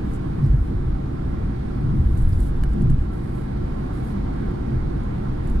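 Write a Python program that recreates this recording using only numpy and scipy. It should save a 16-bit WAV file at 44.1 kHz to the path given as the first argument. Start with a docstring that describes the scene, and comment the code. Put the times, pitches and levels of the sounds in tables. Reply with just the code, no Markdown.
"""A steady roar of tyres and wind in a car at motorway speed, then deep booms over rough patches.
Road unevenness shakes noise-driven modes of body, cabin air, suspension and tyre cavity.
Roar is shaped noise coloured by the cabin; something loose rustles (clumped noise) and ticks
(snaps plus ringing trim). A microphone pair hears it; gain control ducks everything under booms."""
import sys
import numpy as np
from scipy import signal
from scipy.fft import rfft, irfft
from scipy.io import wavfile
from scipy.ndimage import uniform_filter1d

SR = 44100
rng = np.random.default_rng(int(sys.argv[2]) if len(sys.argv) > 2 else 0)


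def bounce(signal):
    """Save signal as a 16-bit WAV file at the path given by the first command-line argument."""
    frames = np.transpose(np.atleast_2d(signal))
    limited = np.clip(frames, -1, 1)
    pcm = np.round(limited * 32767).astype(np.int16)
    wavfile.write(sys.argv[1], SR, pcm)


N = 246945
FRAME, HOP = 4096, 1024  # samples
HZ = np.fft.rfftfreq(FRAME, 1 / SR)

# Mode tables: level relative within the group, width before the skirt exponent
# body on its mounts: (frequency [Hz], width [Hz], level [dB])
HEAVE_MODES = [(24.8, 8.4, -5), (38.4, 10, -13.5)]
# cabin air and floor pan: (frequency [Hz], width [Hz], level [dB])
BOOM_MODES = [(49.87, 7.7, 1.5), (60, 6.4, -8.5), (69.7, 13.3, -5.5), (87.4, 8.3, -9)]
# suspension: (frequency [Hz], width [Hz], level [dB])
THUD_MODES = [(97.7, 5.9, -5.5), (123.6, 6.3, 4), (131.3, 12.4, -2.5), (145.6, 9, -2.5)]
# air ring in the tyres: (frequency [Hz], width [Hz], level [dB])
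CAVITY_MODES = [(172, 16, -2.5), (199.9, 16.3, -2), (221.1, 6.6, -1.5), (244.2, 10.6, -4.5)]
# panels: (frequency [Hz], width [Hz], left level [dB], right level [dB])
DRONE_MODES = [(270.3, 52, -1, -2.5), (297, 11.3, 1, 1), (333.3, 19.5, -7.5, 1.5), (354, 12, -10.5, 1),
               (368, 126, -9.5, -11), (467, 33, -13.5, -19)]

# uneven road: (start [s], length [s], heave [dB], boom [dB], thud [dB], tyre cavity hum [dB])
ROAD_PATCHES = [(0.38, 0.074, -30, -16, -16, -31), (0.473, 0.076, -30, -23, -16.5, -38),
                (0.663, 0.15, -28, -25, -28.5, -34), (0.821, 0.066, -25, -28, -23, -45),
                (1.156, 0.089, -43, -25, -41, -40), (1.332, 0.071, -30, -33, -33, -44),
                (1.799, 0.13, -27, -29, -23.5, -33), (1.901, 0.094, -23, -15.5, -19.5, -29.5),
                (2.014, 0.1, -20, -25, -30, -31.5), (2.115, .1, -17, -15, -23.5, -36),
                (2.229, 0.068, -17, -15.5, -21.5, -46), (2.429, 0.18, -18.5, -25.5, -35, -51),
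                (2.605, 0.09, -23.5, -25, -33, -43), (2.738, 0.077, -22, -23, -26.5, -24.5),
                (2.804, 0.12, -17.5, -20.5, -17.5, -27.5), (3.465, .1, -48, -29, -50, -38),
                (4.12, 0.074, -37, -37, -31, -31), (4.392, .07, -36, -36, -37, -32),
                (4.663, 0.12, -25, -28.5, -30, -31.5), (4.824, 0.055, -34, -33, -28, -39),
                (5.2, 0.096, -30, -30, -44, -35.5), (5.414, 0.22, -18.5, -24, -36, -38)]
# Per group, in the order heave, boom, thud, hum, drone
# level on plain asphalt: (level [dB])
ASPHALT_DB = [-32, -29.5, -30, -33, -36]
# shift of the answer from the patch start; hum and drone lead: (lag [s])
GROUP_LAG_S = [0.046, 0.068, 0.011, -0.014, -0.0095]
# decay after the patch: (t60 [s])
SETTLE_T60_S = [0.48, 0.77, .15, 0.35, 0.11]
BUILD_S = 0.035  # time to full swing
DRONE_SHARE_DB = -8.5  # panels' share of the hum's shake

# tread and wind spectrum: (frequency [Hz], relative density [dB per Hz])
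ROAR_SPECTRUM = [(260, -46), (450, 0), (522, -3), (596, -3.5), (756, -3.5), (986, -7.5), (1350, -9.5),
                 (1680, -14), (2580, -26.5), (4030, -27), (7070, -41), (9230, -42), (15500, -70)]
# standing waves at the two microphones: (frequency [Hz], width [Hz], left gain [dB], right gain [dB])
CABIN_WAVES = [(578, 32, 3.5, 2), (721, 12, -8.5, -0.5), (757, 25, 4.5, 7), (900, 31, -7.5, 8),
               (909, 31, 11, -7), (1054, 53, -1, 4.5), (1300, 40, -2.5, -11.5), (1332, 34, 3, 8),
               (1435, 58, -9, -0.5), (1667, 28, -11, 6), (1777, 74, 4, -11.5), (1880, 14, 3, 10.5),
               (2068, 80, 1.5, 5.5), (2237, 91, 7, 4), (2460, 60, 4, 4.5)]
# roar of the tread: (time [s], level [dB])
ROAR_LEVEL = [(0, -45.5), (1.5, -45.7), (3.0, -45.5), (4.0, -44.5), (4.8, -45), (5.6, -45)]

# slides of the loose thing:
# (start [s], length [s], level at end [dB], growth over length [dB], added on left [dB])
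SLIDE_EVENTS = [(.03, 0.12, -63, 11, 6), (0.408, .065, -66.5, 2.5, 1), (.5, .18, -66, 4, -4),
                (1.93, .23, -64, 7, -1), (2.155, 0.088, -58, 0, -1), (2.257, 0.12, -60.5, -1.5, -1),
                (2.372, 0.11, -56, .3, -.5), (2.53, 0.12, -67.5, 6, -.3), (2.683, .05, -68, -1.5, -.3),
                (2.782, .05, -66.5, 1.5, 0), (2.89, .05, -66, .3, 0), (2.98, .06, -69, -2.5, 0),
                (3.11, 0.14, -73, -11, 4), (3.21, 0.12, -67, -1.5, -3), (3.332, 0.12, -69, -10, .3),
                (3.662, .22, -73, 5, .5), (3.918, 0.096, -67, -4, 3), (4.02, 0.1, -63, 1.5, 2),
                (4.17, 0.36, -80, 3, .5), (5.416, 0.15, -69, 0, .2)]
# scrape spectrum: (frequency [Hz], relative density [dB per Hz])
RUSTLE_SPECTRUM = [(2000, -40), (3500, -4.5), (6000, -9.5), (8000, -3.5), (10000, -4), (11500, -5.5),
                   (13000, -8), (15500, -10)]
# faint rustle's spectrum against the slides': (frequency [Hz], gain [dB])
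SHIVER_TILT = [(2000, 1), (10000, 1), (13000, -4), (15500, -9)]
SHIVER_DB = -74  # faint constant rustle
GRIP_S, STOP_T60_S = 0.025, 0.16  # a slide takes hold, then stops

# (time [s], level [dB], left minus right [dB], trim knock re snap [dB], snap t60 [s], snap centre [Hz])
TICK_EVENTS = [(0.1354, -49, -1, -14, .04, 7500), (0.147, -53, 0, -14, .04, 7500),
               (0.158, -52, 0, -14, .04, 8000), (0.4189, -61, -6, -12, .04, 9500),
               (0.44, -56, -3, -18, .15, 4870), (0.4613, -57, -5, 1, .05, 7500),
               (2.1732, -46.5, 0, -6, .04, 8500), (2.2234, -53, -5, -12, .05, 9500),
               (2.2914, -51, -16, -20, .02, 13500), (2.328, -48, 0, -18, 0.044, 4600),
               (2.4016, -48, -15, -18, 0.043, 9100), (2.6367, -44, -13.5, 2.5, 0.019, 8700),
               (2.6908, -58, -3, -12, .06, 8500), (2.7332, -55, -10, -7, .04, 8000),
               (2.799, -61, -1, -12, .03, 9000), (2.819, -53, -7, -5, .04, 8500),
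               (2.899, -47, -7, -2.5, 0.037, 9000), (2.9886, -57, -6, -12, .04, 8500),
               (3.9474, -61, -3, -16, .05, 10000), (4.0294, -61, -4, -16, .04, 9000),
               (4.5094, -61, -3, -12, .04, 9500), (5.0325, -61, -5, -12, .06, 9000),
               (5.473, -50, -7, -7, 0.036, 8500), (5.4984, -51, -9, -6, 0.029, 9500)]
# ringing plastic trim: (frequency [Hz], relative level [dB], t60 [s])
TRIM_MODES = [(1630, 4.5, .03), (1760, -1.5, 0.036), (2250, 0, 0.011), (2940, 1, 0.023), (3628, -5, .012),
              (4240, -5, 0.012), (4700, -9, 0.011), (5600, -12, .008)]

# treble colour of the two microphone ports: (frequency [Hz], left gain [dB], right gain [dB])
PORT_GAINS = [(1500, 0, 4), (5000, -2.5, 0.5), (7000, 1.5, 0), (9500, -1.5, 1.5), (10900, -5.5, 2),
              (13000, -3, -4), (15500, -10, -3)]
# microphone pair: (frequency [Hz], likeness [0-1], right leads by [rad], left minus right [dB])
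MIC_PAIR = [(20, 1, 0, 0), (50, 1, .06, 0), (75, .993, .1, 0), (100, .95, .2, 0), (200, .94, .3, 0),
            (240, .8, .3, -.5), (310, .2, .3, -1), (430, .3, 1.6, -1), (520, .78, 3.1, -1),
            (900, .65, 3.5, -2), (1500, .5, 6.2, -5), (2100, .35, 9.4, -4.5), (3300, .2, 12.6, -4.5),
            (5700, .1, 21, -4), (7300, .1, 27, -4), (10000, .1, 37, -11), (12000, .1, 44, -10),
            (15500, .1, 57, -3)]
HISS_DB, EDGE_HZ = -75.5, 15740  # microphone noise; upper band limit
DUCK_ABOVE_DB, DUCK_DB_PER_DB = -21.5, 0.21
RECOVERY_DB_PER_S = 11.0  # fall of the held level, not of the gain


def body():
    """Four groups of low modes, each driven by noise and shaken by the road's unevenness."""
    out = np.zeros((2, N))
    for group, modes in enumerate((HEAVE_MODES, BOOM_MODES, THUD_MODES, CAVITY_MODES)):
        db = modes_db(modes, skirt=1.46)
        ringing = pair_noise(db, db, patchy_db=1.6)
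        # the road, more than chance, sets the level: even out part of the noise's own swell
        swell = smooth(ringing.mean(0) ** 2, 3000, 2000)
        steadied = evened(ringing / (abs(swell) + 0.089) ** 0.28)
        out += shake(group, group + 2) * steadied
    return out


def tyres():
    """Panel modes drone with the tyre hum; wide tread and wind noise takes the cabin's colour."""
    drone_left_db = modes_db(DRONE_MODES, skirt=1.44)
    drone_right_db = modes_db(DRONE_MODES, skirt=1.263, axis=3)
    drone = pair_noise(drone_left_db, drone_right_db, patchy_db=0.72)
    left_db, right_db = (
        read(ROAR_SPECTRUM, HZ) + sum(wave[k] * peak(wave[0], wave[1]) for wave in CABIN_WAVES)
        for k in (2, 3))
    roar = pair_noise(left_db, right_db, patchy_db=0.8)
    return shake(4, 5, DRONE_SHARE_DB) * drone + curve(ROAR_LEVEL, axis=1) * roar


def rustle():
    """Dense tiny scrapes as noise in clumps a few ms long: slides over a constant faint shiver."""
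    clumps = evened(smooth(rng.standard_normal(N), 220, 120))
    grain = evened(gain_of(0.9 * clumps))
    left_db, right_db = (read(RUSTLE_SPECTRUM, HZ) + read(PORT_GAINS, HZ, axis=k) for k in (1, 2))
    slide_power = np.zeros((2, N))
    for start, length, db, grow_db, left_add_db in SLIDE_EVENTS:
        power = gain_of([[db + left_add_db], [db]]) ** 2
        slide_power += power * gesture(start, length, GRIP_S, STOP_T60_S, grow_db)
    slides = np.sqrt(slide_power) * pair_noise(left_db, right_db, patchy_db=1.3)
    tilt_db = read(SHIVER_TILT, HZ)
    shiver = gain_of(SHIVER_DB) * pair_noise(left_db + tilt_db, right_db + tilt_db, patchy_db=1.5)
    return (slides + shiver) * grain


def ticks():
    """Each tick is a bright snap of noise plus a ragged knock that rings the plastic trim."""
    out = np.zeros((2, N + FRAME))
    t = np.arange(FRAME) / SR
    trim = sum(gain_of(db - 60 * t / t60) * np.sin(2 * np.pi * hz * t) for hz, db, t60 in TRIM_MODES)
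    ports = gain_of([read(PORT_GAINS, HZ, axis=1), read(PORT_GAINS, HZ, axis=2)])
    for start, db, pan_db, knock_db, t60, hz in TICK_EVENTS:
        burst, chatter = rng.standard_normal((2, 2, FRAME))
        # low snaps are narrow and ping, high ones spread wide
        log_width = (hz / 25000) ** 1.12
        band = ports * np.exp(-(np.log(HZ / hz + 1e-9) / log_width) ** 2 / 2)
        snap = irfft(rfft(burst) * band) / np.sqrt(np.mean(band ** 2))
        snap *= gain_of(-60 * t / t60) * np.minimum(t / 0.00071, 1)
        # one blow, then the contact chatters briefly
        blows = (t == 0) + 0.071 * chatter * np.exp(-t / 0.00037)
        blows /= np.linalg.norm(blows[1])
        knock = signal.fftconvolve(blows, trim[None], axes=1)[:, :FRAME]
        sides = gain_of(db + np.array([[pan_db / 2], [-pan_db / 2]]))
        at = round(start * SR)
        out[:, at:at + FRAME] += sides * (snap + gain_of(knock_db) * knock)
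    return out[:, :N]


def shake(group, column, share_db=0):
    """Amplitude of a mode group: plain asphalt plus its time-shifted answer to every patch."""
    power = gain_of(ASPHALT_DB[group]) ** 2
    for patch in ROAD_PATCHES:
        start = patch[0] + GROUP_LAG_S[group]
        answer = gesture(start, patch[1], BUILD_S, SETTLE_T60_S[group])
        power = power + gain_of(patch[column] + share_db) ** 2 * answer
    return np.sqrt(power)


def gesture(start, length, rise, t60, grow_db=0):
    """Power that rises smoothly, changes by grow_db over its length, and dies away."""
    t = np.arange(N) / SR - start
    up = np.sin(np.pi / 2 * np.clip(t / rise, 0, 1)) ** 2
    growth_db = grow_db * (np.clip(t / length, 0, 1) - 1)
    decay_db = -60 * np.clip(t - length, 0, 2 * t60) / t60
    return (up * gain_of(growth_db + decay_db)) ** 2


def pair_noise(left_db, right_db, patchy_db):
    """Noise at two microphones, partly alike, patchy in time and frequency; mid signal rms 1."""
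    frames = N // HOP + 5
    a, b, c, d, patches = rng.standard_normal((frames, len(HZ), 5)).T
    patches = uniform_filter1d(patches, size=40, axis=0)
    patches = evened(uniform_filter1d(patches, size=4, axis=1))
    shared, own = a + 1j * b, c + 1j * d
    same = np.clip(read(MIC_PAIR, HZ), 0, 1)[:, None]
    lead_rad = np.interp(HZ, *np.transpose(MIC_PAIR)[[0, 2]])
    right = np.exp(1j * lead_rad)[:, None] * (same * shared + np.sqrt(1 - same ** 2) * own)
    tilt_db = read(MIC_PAIR, HZ, axis=3) / 2
    spectra = np.array([shared * gain_of(left_db + tilt_db)[:, None],
                        right * gain_of(right_db - tilt_db)[:, None]])
    spectra *= gain_of(patchy_db * patches)
    pair = signal.istft(spectra, nperseg=FRAME, noverlap=FRAME - HOP)[1][:, :N]
    return pair / np.sqrt(np.mean(pair.mean(0) ** 2))


def modes_db(modes, skirt, axis=2):
    """Spectrum of modes driven by noise; a higher skirt cuts them off more steeply."""
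    power = sum(gain_of(mode[axis]) ** 2 * peak(mode[0], mode[1]) ** skirt for mode in modes)
    return 10 * np.log10(power)


def peak(hz, width_hz):
    """Power response of one resonance."""
    return 1 / (1 + (2 * (HZ - hz) / width_hz) ** 2)


def read(points, hz, axis=1):
    """A table column joined by straight lines on a log-frequency axis."""
    columns = np.transpose(points)
    return np.interp(np.log(hz + 1), np.log(columns[0] + 1), columns[axis])


def curve(rows, axis):
    """A dB column over time as a gain for every sample."""
    columns = np.transpose(rows)
    return gain_of(np.interp(np.arange(N) / SR, columns[0], columns[axis]))


def smooth(x, first, second):
    """Two running means, lengths in samples."""
    return uniform_filter1d(uniform_filter1d(x, size=first), size=second)


def evened(x):
    """Scales to rms 1."""
    return x / np.sqrt(np.mean(x ** 2) + 1e-20)


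def gain_of(db):
    """Decibels to amplitude."""
    return 10 ** (np.asarray(db) / 20)


def scene():
    """Everything in the cabin."""
    return body() + tyres() + rustle() + ticks()


def record(dry):
    """Adds microphone hiss; gain control ducks loud booms and recovers; then the band limit."""
    heard = dry + gain_of(HISS_DB) * rng.standard_normal((N, 2)).T
    power = uniform_filter1d((heard ** 2).mean(0), size=2600)
    power_db = 10 * np.log10(abs(power) + 1e-12)
    # hold each peak, falling at a constant rate
    fall_db = np.arange(N) * RECOVERY_DB_PER_S / SR
    held_db = np.maximum.accumulate(power_db + fall_db) - fall_db
    over_db = np.maximum(held_db - DUCK_ABOVE_DB, 0)
    ducked = heard / gain_of(DUCK_DB_PER_DB * uniform_filter1d(over_db, size=1300))
    padded = np.pad(ducked, ((0, 0), (HOP, HOP)), "reflect", reflect_type="odd")
    lowpass = signal.firwin(2 * HOP + 1, EDGE_HZ, window=("kaiser", 9), fs=SR)
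    return signal.oaconvolve(padded, lowpass[None], "valid", axes=1)


dry = scene()
out = record(dry)
bounce(out)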